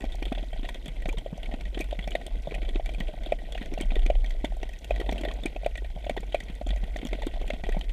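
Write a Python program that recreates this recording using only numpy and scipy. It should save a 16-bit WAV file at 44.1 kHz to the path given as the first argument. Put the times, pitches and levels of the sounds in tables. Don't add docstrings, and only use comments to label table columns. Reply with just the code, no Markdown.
import sys
import numpy as np
from scipy import signal
from scipy.fft import rfft, irfft, next_fast_len
from scipy.io import wavfile
from scipy.ndimage import uniform_filter1d

SR = 44100
rng = np.random.default_rng(int(sys.argv[2]) if len(sys.argv) > 2 else 0)


def gain_from_db(level_db):
    decades = np.asarray(level_db, float) / 20
    return 10 ** decades


def wav_out(sig):
    wavfile.write(sys.argv[1], SR, np.round(np.clip(np.atleast_2d(sig).T, -1, 1) * 32767).astype(np.int16))


N = 349272
GRAIN = 2048

# t/s, level/dB, quick sway over slow sway/dB
SWELL = [(0.0, -27.5, -4), (0.17, -26.5, -3), (0.86, -35, -4.5), (1.19, -26, -2), (1.23, -37, -0.5),
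         (1.52, -32.5, 2.5), (2.2, -34.5, -1), (2.38, -27.5, -2.5), (3.62, -32.5, -3), (4.06, -23, -11),
         (4.81, -36, 2), (4.94, -28, 10), (5.12, -31.5, 2.5), (6.53, -32, 2.5), (6.6, -44, 4),
         (6.66, -31, 22), (6.9, -30, -1.5), (7.92, -28, -9)]
# f/Hz, width/Hz
SWAYS = [(29, 13.9), (45, 13.8)]
# t/s, crackle level/dB, stirring level/dB
COLONY = [
    (0.0, -51, -42.5),
    (0.13, -49, -51),
    (1.1, -52.5, -50),
    (3.79, -51.5, -49.5),
    (4.72, -52.5, -53),
    (5.18, -48.5, -43.5),
    (5.67, -52.5, -52.5),
    (7.68, -49.5, -49),
    (7.92, -51.5, -51),
]
# f/Hz, level/dB per Hz
FAR_SPECTRUM = [(35, -34), (60, -13.5), (107, -17.5), (402, -24), (654, -23.5), (1250, -48.5), (1540, -31),
                (1690, -46), (1900, -27), (2880, -34.5), (3240, -29), (5150, -49), (8980, -53),
                (15300, -60.5)]
# f/Hz, width/Hz, level/dB
WALL = [(1488, 78, -6), (1897, 32.3, 2), (2300, 413, -1), (2797, 590, -3), (3200, 520, 0.5),
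        (3674, 1150, -7.5)]
# f/Hz, level/dB per Hz
CRACK_SPECTRUM = [(2650, -18.5), (4500, 3.5), (5110, -9), (5550, -2), (8670, -3), (10200, -7.5),
                  (14400, -5.5), (15300, -9.5)]

# t/s, peak level/dB, f/Hz, decay/cycles
PLINKS = [(0.326, -48, 920, 2), (0.689, -35, 946, 3.1), (1.129, -38.5, 895, 3.3), (1.174, -45, 1010, 2.5),
          (1.141, -35, 452, 2.8), (3.086, -35.5, 624, 9.5), (4.444, -40, 917, 6.5),
          (5.091, -37.5, 940, 4.1), (5.31, -39, 1110, 3.5), (6.166, -32.5, 837, 2.5),
          (7.22, -33.5, 872, 4.1)]
# t/s, peak level/dB, f/Hz
THUMPS = [(0.039, -27.5, 246), (0.223, -28.5, 300), (0.266, -32, 364), (0.319, -22, 246), (1.086, -26, 320),
          (1.327, -27, 173), (1.539, -27, 246), (1.773, -26, 328), (1.802, -25.5, 304), (2.521, -26.5, 425),
          (2.757, -24, 323), (3.004, -28.5, 183.3), (3.613, -29.5, 234), (3.734, -30.5, 296),
          (3.809, -25, 298), (3.965, -24.5, 396), (4.062, -28.5, 320.5), (4.442, -21.5, 270),
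          (5.013, -24, 390), (5.09, -27, 268.6), (5.211, -27, 290), (5.239, -29, 300), (5.278, -27.5, 382),
          (5.456, -21, 303.3), (6.174, -24.5, 393), (7.051, -25.5, 240), (7.129, -26, 398),
          (7.268, -20.5, 300), (7.69, -24, 416), (7.768, -25.5, 177)]
SOFT_THUMPS = [(0.427, -34.5, 260), (0.593, -35, 248), (0.63, -32.5, 255), (0.881, -31, 150),
               (1.141, -49, 428), (1.925, -36, 318), (1.988, -31, 172), (2.628, -33, 308),
               (2.981, -37, 161), (3.134, -40.5, 151), (3.268, -33, 312), (3.832, -35, 167),
               (3.918, -31.5, 228), (4.631, -30, 340), (5.123, -28, 222), (5.559, -34, 383),
               (5.959, -35.5, 154.5), (6.066, -34, 331), (6.108, -29.5, 240.6), (6.231, -34, 433),
               (6.498, -34.5, 182), (6.665, -30.5, 270), (6.703, -34, 181), (6.833, -32.5, 162),
               (6.958, -36, 263), (7.151, -36, 240), (7.414, -31, 423), (7.487, -39, 301),
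               (7.534, -29, 224), (7.636, -33, 187)]
FAINT_THUMPS = [(0.539, -42, 151), (1.055, -35, 160), (1.174, -33, 155), (1.483, -39, 231),
                (2.074, -34.5, 191), (2.473, -33.5, 154), (2.577, -38, 151), (2.687, -37, 395.5),
                (3.722, -29, 300), (3.849, -39, 183), (4.998, -27, 383), (5.148, -36, 184),
                (6.199, -39, 188), (6.345, -29, 460), (6.612, -33.5, 237), (6.996, -39, 280),
                (7.03, -29, 263), (7.441, -36, 450)]
# t/s, peak level/dB
KNOCKS = [(0.04, -27), (0.224, -31.5), (0.323, -24.5), (1.057, -26), (1.261, -25.5), (1.806, -28),
          (1.927, -22.5), (2.075, -26), (2.152, -17.5), (2.472, -23), (2.797, -24.5), (3.322, -13.5),
          (3.553, -29), (3.776, -25.5), (4.101, -14), (4.444, -22), (4.908, -16.5), (5.091, -24.5),
          (5.123, -24), (5.252, -22.5), (5.563, -26.5), (5.662, -15), (6.066, -24), (6.096, -19),
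          (6.345, -13.5), (6.613, -27), (6.96, -26.5), (7.131, -28), (7.503, -23.5), (7.767, -27)]
LIGHT_KNOCKS = [(0.147, -34.5), (0.376, -32), (0.53, -32.5), (0.561, -36), (1.379, -33), (1.525, -33),
                (2.541, -32), (2.56, -32), (3.418, -39), (3.488, -35.5), (3.723, -41), (3.919, -33.5),
                (4.24, -38), (4.348, -38.5), (4.521, -34), (5.003, -34), (5.06, -37), (5.633, -30),
                (5.845, -38), (5.975, -35), (6.165, -32), (6.731, -34), (6.76, -35.5), (7.028, -35),
                (7.187, -33.5), (7.36, -35.5), (7.666, -31.5), (7.715, -42), (7.746, -31), (7.892, -59)]
FAINT_KNOCKS = [(0.3918, -38), (0.4356, -35.5), (0.6453, -35), (1.4907, -35), (1.5117, -38.6), (1.54, -33),
                (1.7754, -33), (2.2127, -35.7), (2.2787, -38.0), (2.5811, -36), (2.6178, -39.4),
                (2.6454, -40), (2.6873, -41), (2.8913, -31.5), (3.0876, -39), (3.1398, -33.5),
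                (3.1764, -36.5), (3.2618, -32.6), (3.2899, -37), (3.7955, -38), (3.8104, -34),
                (3.8325, -35.8), (3.9886, -40), (4.1238, -37), (4.1541, -30.2), (4.5678, -36.5),
                (4.6309, -28.5), (4.6912, -38.5), (5.0131, -46), (5.0433, -37), (5.126, -27.5),
                (5.1573, -34), (5.1705, -35), (5.2349, -27), (5.3386, -39), (5.3897, -37), (5.9635, -35.5),
                (6.0406, -35), (6.1759, -42), (6.2357, -38.9), (6.6684, -30.5), (6.8355, -37),
                (7.2324, -31.5), (7.3385, -36), (7.3718, -34), (7.4181, -33.7), (7.4432, -41),
                (7.5382, -31), (7.6366, -29.5), (7.7774, -40)]
# t/s, peak level/dB, strongest f/Hz
CRACKS = [(0.0412, -46.5, 5500), (0.2259, -43, 5520), (0.8803, -42.5, 8340), (1.0909, -40, 6790),
          (1.1267, -43, 6720), (1.185, -42.5, 8420), (1.791, -39, 8450), (1.8066, -35, 6300),
          (2.076, -40.5, 5450), (2.107, -42, 7070), (2.2655, -36.5, 8540), (2.548, -44, 8800),
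          (3.0016, -40.5, 6060), (3.523, -41, 7140), (3.8108, -31.5, 8550), (4.0642, -40, 6050),
          (4.446, -40.5, 7260), (4.631, -43, 5920), (5.1123, -41, 5943), (5.1272, -35.5, 5400),
          (5.2118, -40, 6960), (5.4583, -30.5, 8600), (5.7747, -38.5, 8580), (6.346, -43, 8930),
          (6.9685, -39.5, 6150), (7.0506, -38.5, 7100), (7.07, -37, 5440), (7.2205, -43, 6800),
          (7.2675, -36, 8650), (7.6916, -41, 6190)]
TICKS = [(0.0058, -46, 8100), (0.0198, -50, 7240), (0.052, -47.8, 5020), (0.1542, -43, 5580),
         (0.6852, -48.5, 5020), (0.6935, -47.5, 8270), (0.7442, -45, 6070), (0.8582, -43.2, 7240),
         (1.0219, -47, 8310), (1.0817, -45, 6760), (1.3767, -44.5, 5950), (1.6105, -46.5, 5100),
         (1.7999, -47.7, 8550), (1.842, -46, 7860), (2.1257, -50, 7060), (2.4221, -48, 5920),
         (2.8594, -42.7, 8200), (2.9375, -49, 8830), (3.5812, -52, 6500), (3.6261, -52, 5340),
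         (3.6583, -48, 6160), (3.7382, -41.2, 5470), (3.7854, -46.1, 6070), (3.8564, -50, 6140),
         (3.9679, -52, 5790), (3.992, -52, 6930), (4.1019, -47, 6460), (4.2441, -52, 6350),
         (4.2618, -45.9, 5940), (4.2957, -51, 6910), (4.3088, -44, 5270), (4.4533, -44.5, 6420),
         (4.5675, -49, 7490), (4.6916, -45.5, 6700), (4.734, -47.6, 6220), (4.7802, -60, 5020),
         (4.7884, -44, 6140), (4.8449, -41, 6820), (4.9607, -45, 6520), (5.0032, -44, 5530),
         (5.3376, -45, 6780), (5.6628, -42.5, 8900), (6.0533, -49, 6660), (6.1688, -47, 6090),
         (6.2056, -42.8, 7030), (6.2665, -50, 5710), (6.347, -33.9, 6890), (6.4032, -42, 6200),
         (6.4368, -46, 5960), (6.5525, -46, 8940), (6.6706, -43, 7130), (6.6893, -42, 6980),
         (6.7612, -47, 6480), (6.8391, -51, 6310), (7.0616, -49, 6830), (7.0878, -47, 5360),
         (7.4671, -50, 9110), (7.4783, -43.5, 7000), (7.7223, -51, 7000), (7.792, -43, 6200)]
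# t/s, peak level/dB, strongest f/Hz
SNAPS = [(0.2254, -27, 2370), (0.2535, -28.5, 3120), (0.324, -28.5, 2400), (0.6893, -26.5, 1750),
         (1.0562, -27.5, 1986), (1.0885, -29, 2410), (1.808, -28, 2370), (1.9898, -28.5, 1970),
         (2.1523, -19.5, 2030), (3.0032, -26, 1950), (3.3209, -25.5, 2320), (3.9555, -28, 1830),
         (4.0621, -25.5, 2360), (4.4463, -25, 1910), (4.9065, -25, 2440), (4.9605, -31.5, 1990),
         (5.0913, -24.5, 1870), (5.1228, -28.5, 2250), (5.2497, -25, 1910), (5.3133, -30, 1874),
         (5.4585, -25.5, 2470), (5.661, -25, 2436), (5.7543, -28.5, 2020), (6.095, -23, 2260),
         (6.345, -24, 2462), (6.4028, -31.5, 1990), (6.7051, -26.5, 3840), (7.1303, -25.5, 2100),
         (7.5025, -21.5, 2045), (7.8106, -27.5, 3120)]
NEXT_SNAPS = [(0.3496, -30.5, 3340), (0.3812, -32.5, 3360), (0.859, -33, 3330), (1.181, -30.5, 3200),
              (1.4307, -30, 2980), (1.7753, -33.5, 2010), (2.0746, -33.5, 2480), (2.1165, -32, 3430),
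              (2.2646, -34.5, 3300), (2.519, -36, 2250), (2.5485, -30, 2090), (2.6898, -30.5, 3400),
              (2.8912, -31, 2330), (3.5217, -33.5, 3300), (3.576, -32, 1860), (3.8017, -31.5, 2300),
              (3.8188, -32, 3060), (4.1002, -30, 2500), (4.3058, -34, 1910), (4.6292, -30.5, 2370),
              (5.0116, -32.5, 1860), (5.2844, -30, 1860), (5.5618, -32.5, 2640), (5.7768, -32, 1874),
              (6.176, -29.5, 1850), (6.9607, -28.5, 1920), (6.988, -33, 2250), (7.221, -32, 1970),
              (7.2679, -33.5, 3280), (7.637, -29.5, 1930)]
FAINT_SNAPS = [(0.0065, -38.5, 1980), (0.0197, -40, 1780), (0.0517, -38, 1920), (0.2795, -39, 3560),
               (0.5297, -37.5, 1960), (0.6494, -34, 1850), (0.756, -41, 3360), (0.9646, -39, 2350),
               (1.0207, -36.5, 1870), (1.171, -37, 2380), (1.5127, -37.8, 1920), (1.6527, -35.5, 1885),
               (1.8, -35, 2390), (1.8414, -41, 2370), (2.009, -41, 2300), (2.025, -37, 3320),
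               (2.2127, -38.5, 1935), (2.5093, -34.5, 2300), (2.5414, -31.0, 2450), (2.6174, -37, 2370),
               (2.649, -39, 3170), (2.7467, -38, 3170), (2.9367, -41, 3200), (2.983, -43, 3190),
               (3.0703, -39.1, 2460), (3.0815, -34.8, 2700), (3.3872, -40.5, 1915), (3.5233, -34, 3680),
               (3.6156, -33, 1890), (3.626, -36, 1820), (3.6584, -38, 1840), (3.81, -33, 2240),
               (3.965, -35, 1800), (3.9924, -33.5, 3250), (4.019, -40, 3530), (4.0294, -40, 1880),
               (4.2435, -34, 1920), (4.6905, -38.5, 1920), (4.7342, -39, 1890), (4.916, -39, 3270),
               (5, -29.5, 1850), (5.0613, -38, 2330), (5.1579, -36.9, 1870), (5.2348, -32, 1870),
               (5.8457, -38, 1820), (6.166, -32.5, 1890), (6.483, -39.6, 2260), (6.7604, -39, 1962),
               (6.7736, -40.5, 1920), (6.838, -35.5, 1880), (7.015, -38.5, 3080), (7.0882, -41, 1890),
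               (7.2315, -37, 1920), (7.3395, -37.6, 1930), (7.6544, -40, 3120), (7.666, -35, 2240),
               (7.6906, -32.5, 1970), (7.7215, -32.5, 1920), (7.842, -40.5, 1870), (7.893, -38.5, 3170)]
# t/s, peak level/dB
FAR_SNAPS = [(0.1207, -35), (0.643, -40), (0.6567, -35.5), (0.7437, -34), (1.4577, -35), (1.5384, -34),
             (1.609, -36), (1.7449, -33), (1.909, -32.5), (2.04, -32.5), (2.757, -30), (2.859, -32),
             (2.9462, -34.5), (3.234, -36.5), (3.26, -33), (3.548, -32), (3.61, -42), (3.7374, -36),
             (3.7774, -35), (3.905, -31.5), (4.151, -36), (4.2602, -35.5), (4.843, -34.5), (5.1795, -32),
             (5.434, -30.5), (5.645, -35.5), (6.0438, -38), (6.3228, -33.5), (6.6892, -35), (7.4778, -34)]


def unit(x):
    return x / np.sqrt(np.mean(x ** 2))


def curve(table, column=1):
    rows = np.array(table)
    return np.interp(np.arange(N) / SR, rows[:, 0], rows[:, column])


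def resonate(x, hz, width):
    return signal.lfilter(*signal.iirpeak(hz, hz / width, fs=SR), x)


def colour(x, table):
    hz, db = np.transpose(table)
    bins_hz = np.arange(2049) * SR / 4096
    log_gain = np.interp(np.log(bins_hz + 1), np.log(hz), db) * np.log(10) / 20
    cepstrum = irfft(log_gain)
    cepstrum[1:2048] *= 2
    cepstrum[2049:] = 0
    response = irfft(np.exp(rfft(cepstrum)))
    return signal.fftconvolve(x, np.atleast_2d(response), axes=-1)[:, :x.shape[-1]]


def wall(x, least_width=0):
    out = 0
    for k, (hz, width, db) in enumerate(WALL):
        out = out + (-1) ** k * gain_from_db(db) * resonate(x, hz, max(width, least_width))
    return out


def place(grains, s, db):
    out = np.zeros(N + GRAIN)
    for grain, start, gain in zip(grains, (np.asarray(s) * SR).astype(int), gain_from_db(db)):
        out[start:start + GRAIN] += grain * gain / np.abs(grain).max()
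    return out[:N]


def bursts(decay_ms, rise_ms, tail_db, tail_ms):
    ms = np.arange(GRAIN) / SR * 1000
    front = np.exp(-(ms / decay_ms[:, None]) ** 0.96)
    tail = gain_from_db(tail_db) * np.exp(-ms / tail_ms)
    rise = 1 - np.exp(-ms / rise_ms)
    return rng.standard_normal((len(decay_ms), GRAIN)) * (front + tail) * rise


def pulsations(hz, rise, fall, glide, drop=1):
    cycles = hz[:, None] * np.arange(GRAIN) / SR
    shape = (1 - np.exp(-cycles / rise)) ** 2 * np.exp(-(cycles / fall) ** drop)
    return shape * np.sin(2 * np.pi * (cycles + glide * cycles ** 2))


def favour(grains, hz, width, db):
    return np.array([g + gain_from_db(db) * resonate(g, f, width * f) for g, f in zip(grains, hz)])


def dull(grains, db):
    top_db = db * rng.standard_normal((len(grains), 1)) - db
    return grains + (gain_from_db(top_db) - 1) * resonate(grains, 13800, 5600)


def lengths(events, ms, spread):
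    return ms * np.exp(spread * rng.standard_normal(len(events)))


def apart(rows, others, gap_s=0.008):
    rows = np.array(rows)
    gaps = np.abs(rows[:, :1] - np.array(others)[:, 0])
    return rows[gaps.min(axis=1) > gap_s]


def times_and_levels(*tables):
    return np.vstack([np.array(table)[:, :2] for table in tables])


def strays(db, spread_db, count, low_hz, high_hz):
    when, strength, pitch = rng.random((count, 3)).T
    s = (np.arange(count) + when) / count * (N - 1) / SR
    crackle_db = curve(COLONY)
    busy_db = crackle_db[(s * SR).astype(int)] - np.mean(crackle_db)
    level_db = db + busy_db + spread_db * (2 * strength - 1)
    return np.transpose([s, level_db, low_hz * (high_hz / low_hz) ** pitch])


def smear(power, ms):
    return signal.lfilter([1], [1, -np.exp(-1000 / (ms * SR))], power)


def specks(per_second, spread_db, smear_ms):
    present = rng.random(N) < per_second / SR
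    size = present * gain_from_db(np.minimum(spread_db * rng.exponential(size=N), 9))
    power = uniform_filter1d(smear(size ** 2, smear_ms), size=40)
    return unit(np.sqrt(np.abs(power)))


def scatter(smear_ms):
    s, db = times_and_levels(SNAPS, NEXT_SNAPS, FAR_SNAPS, FAINT_SNAPS).T
    power = np.bincount((s * SR).astype(int), gain_from_db(1.14 * db), N)
    return unit(np.sqrt(smear(power, smear_ms) + 1e-12))


def scrape(s, db):
    rough = bursts(lengths(s, ms=5.2, spread=0.16), rise_ms=0.89, tail_db=16.5, tail_ms=6.1)
    rough = resonate(rough, 470, 530)
    return place(resonate(rough, 530, 680), s, db)


def hum():
    return unit(resonate(rng.standard_normal(N), 117, 14)) * gain_from_db(-67)


def swell():
    out = 0
    for (hz, width), side in zip(SWAYS, (-0.5, 0.5)):
        sway = resonate(resonate(rng.standard_normal(N), hz, width), hz, width)
        sway = signal.hilbert(unit(sway), next_fast_len(N))[:N]
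        evened = sway.real / (np.abs(sway) + 0.87) ** 0.39
        evened = resonate(resonate(evened, hz, 2.1 * width), hz, 2.1 * width)
        rocking_db = curve(SWELL) - 3.5 + side * curve(SWELL, column=2)
        out = out + unit(evened) * gain_from_db(rocking_db)
    return out


def colony():
    far = colour(rng.standard_normal((1, N)), FAR_SPECTRUM)[0]
    walled = wall(far)
    far = (far + 0.058 * walled + 0.5 * resonate(far, 694, 84)) / np.std(walled)
    spectrum = rfft(far)
    freq = np.arange(N // 2 + 1) * SR / N
    shared = specks(110, spread_db=2.0, smear_ms=3.2)
    shared = unit(0.79 * shared + 0.68 * scatter(smear_ms=6))
    crackle_db, stirring_db = curve(COLONY), curve(COLONY, column=2)
    out = 0
    for hz in 62.5 * np.sqrt(2) ** np.arange(17):
        share = np.cos(np.pi / 2 * np.clip(2 * np.log2((freq + 1) / hz), -1, 1)) ** 2
        band = irfft(spectrum * share * (freq < 15200), N)
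        own = specks(min(hz / 9, 70), spread_db=2.5, smear_ms=0.83 + 1500 / hz)
        grain = 1.53 * shared + 1.12 * own
        if hz < 130:
            level = gain_from_db(-60)
        elif hz < 1200:
            level = unit(grain + 0.053) * gain_from_db(stirring_db - 7)
        elif hz < 4500:
            level = unit(grain + 0.34) * gain_from_db(crackle_db - 8.5)
        else:
            ticks = 0.5 * shared + 0.9 * own + 1.3 * np.sqrt(hz / 4500)
            level = unit(ticks) * gain_from_db(0.5 * (crackle_db + 60) - 62.5)
        out = out + band * level
    return out


def plinks():
    s, db, hz, cycles = np.transpose(PLINKS)
    ring = pulsations(hz, rise=0.74, fall=cycles[:, None], glide=-0.0011)
    return place(ring, s - 0.001, db + 0.5)


def thumps():
    lone_knocks = apart(KNOCKS, THUMPS + SOFT_THUMPS + FAINT_THUMPS)
    undertones = [(s, db - 10.5, 488) for s, db in lone_knocks]
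    chance = strays(-39, 6.8, count=16, low_hz=165, high_hz=438)
    s, db, hz = np.vstack([THUMPS, SOFT_THUMPS, FAINT_THUMPS, undertones, chance]).T
    pulse = pulsations(hz, rise=0.36, fall=0.82, glide=0.0062)
    return place(pulse, s - 0.0008, db + 1.5) + scrape(s, db - 10)


def knocks():
    taps = apart(times_and_levels(SNAPS, NEXT_SNAPS, FAR_SNAPS), KNOCKS + FAINT_KNOCKS) + [0, -11]
    faint = apart(FAINT_KNOCKS, KNOCKS + LIGHT_KNOCKS)
    s, db = np.vstack([KNOCKS, LIGHT_KNOCKS, faint, taps]).T
    hz = 656 - 1.85 * (db + 35.5) + 26 * rng.standard_normal(len(s)) * (db < -21)
    ring = pulsations(hz, rise=0.78, fall=3.22, glide=-0.00098, drop=1.7)
    after = pulsations(1.1 * hz, rise=1.1, fall=5.3, glide=0)
    return place(ring + gain_from_db(-13) * after, s - 0.0004, db + 0.32) + scrape(s, db - 23.5)


def cracks():
    s, db, hz = np.vstack([CRACKS, apart(TICKS, CRACKS, gap_s=0.003)]).T
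    burst = bursts(lengths(s, ms=1.4, spread=0.26), rise_ms=0.22, tail_db=-11.5, tail_ms=6.1)
    burst = dull(colour(burst, CRACK_SPECTRUM), db=4.5)
    return place(favour(burst, hz, width=0.12, db=6), s - 0.0003, db + 2)


def rattles():
    blows = [(CRACKS, 4.5), (KNOCKS + LIGHT_KNOCKS, -16), (SOFT_THUMPS, -6)]
    rows = np.vstack([times_and_levels(table) + [0, db] for table, db in blows])
    for snapped in (SNAPS, NEXT_SNAPS, FAR_SNAPS, FAINT_SNAPS):
        rows = apart(rows, snapped)
    rows = np.vstack([FAR_SNAPS, rows])
    return np.column_stack([rows, rng.choice(np.array(WALL)[2:, 0], len(rows))])


def snaps():
    near = np.vstack([SNAPS, NEXT_SNAPS])
    faint = apart(FAINT_SNAPS, near, gap_s=0.003)
    late_snap = [(4.4535, -29, 3520)]
    s, db, hz = np.vstack([near, late_snap, rattles(), faint]).T
    decay_ms = lengths(s, ms=4.2, spread=0.3) * gain_from_db(-0.12 * (db + 31))
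    burst = bursts(decay_ms, rise_ms=0.23, tail_db=-26.5, tail_ms=8.1)

    treble = dull(colour(burst, CRACK_SPECTRUM), db=3)
    treble = favour(treble, rng.uniform(5600, 10600, len(s)), width=0.46, db=11)
    leak = place(treble, s, db - 18.5 + 3 * rng.standard_normal(len(s)))

    blow = favour(burst, hz, width=0.1, db=9.5)
    blow = favour(blow, rng.uniform(2260, 3700, len(s)), width=0.074, db=5.5)
    body = wall(blow, least_width=105) + gain_from_db(-18) * resonate(burst, 1380, 560)
    return place(body, s - 0.0004, db) + leak


def scene():
    background = hum() + swell() + colony()
    return (background + plinks() + thumps() + knocks() + cracks() + snaps())[None]


def band_limit(x):
    return signal.sosfilt(signal.butter(12, 15780, fs=SR, output="sos"), x)


def record(dry):
    top = signal.butter(16, 15150, fs=SR, output="sos")
    return band_limit(signal.sosfilt(top, dry))


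dry = scene()
out = record(dry)
wav_out(out)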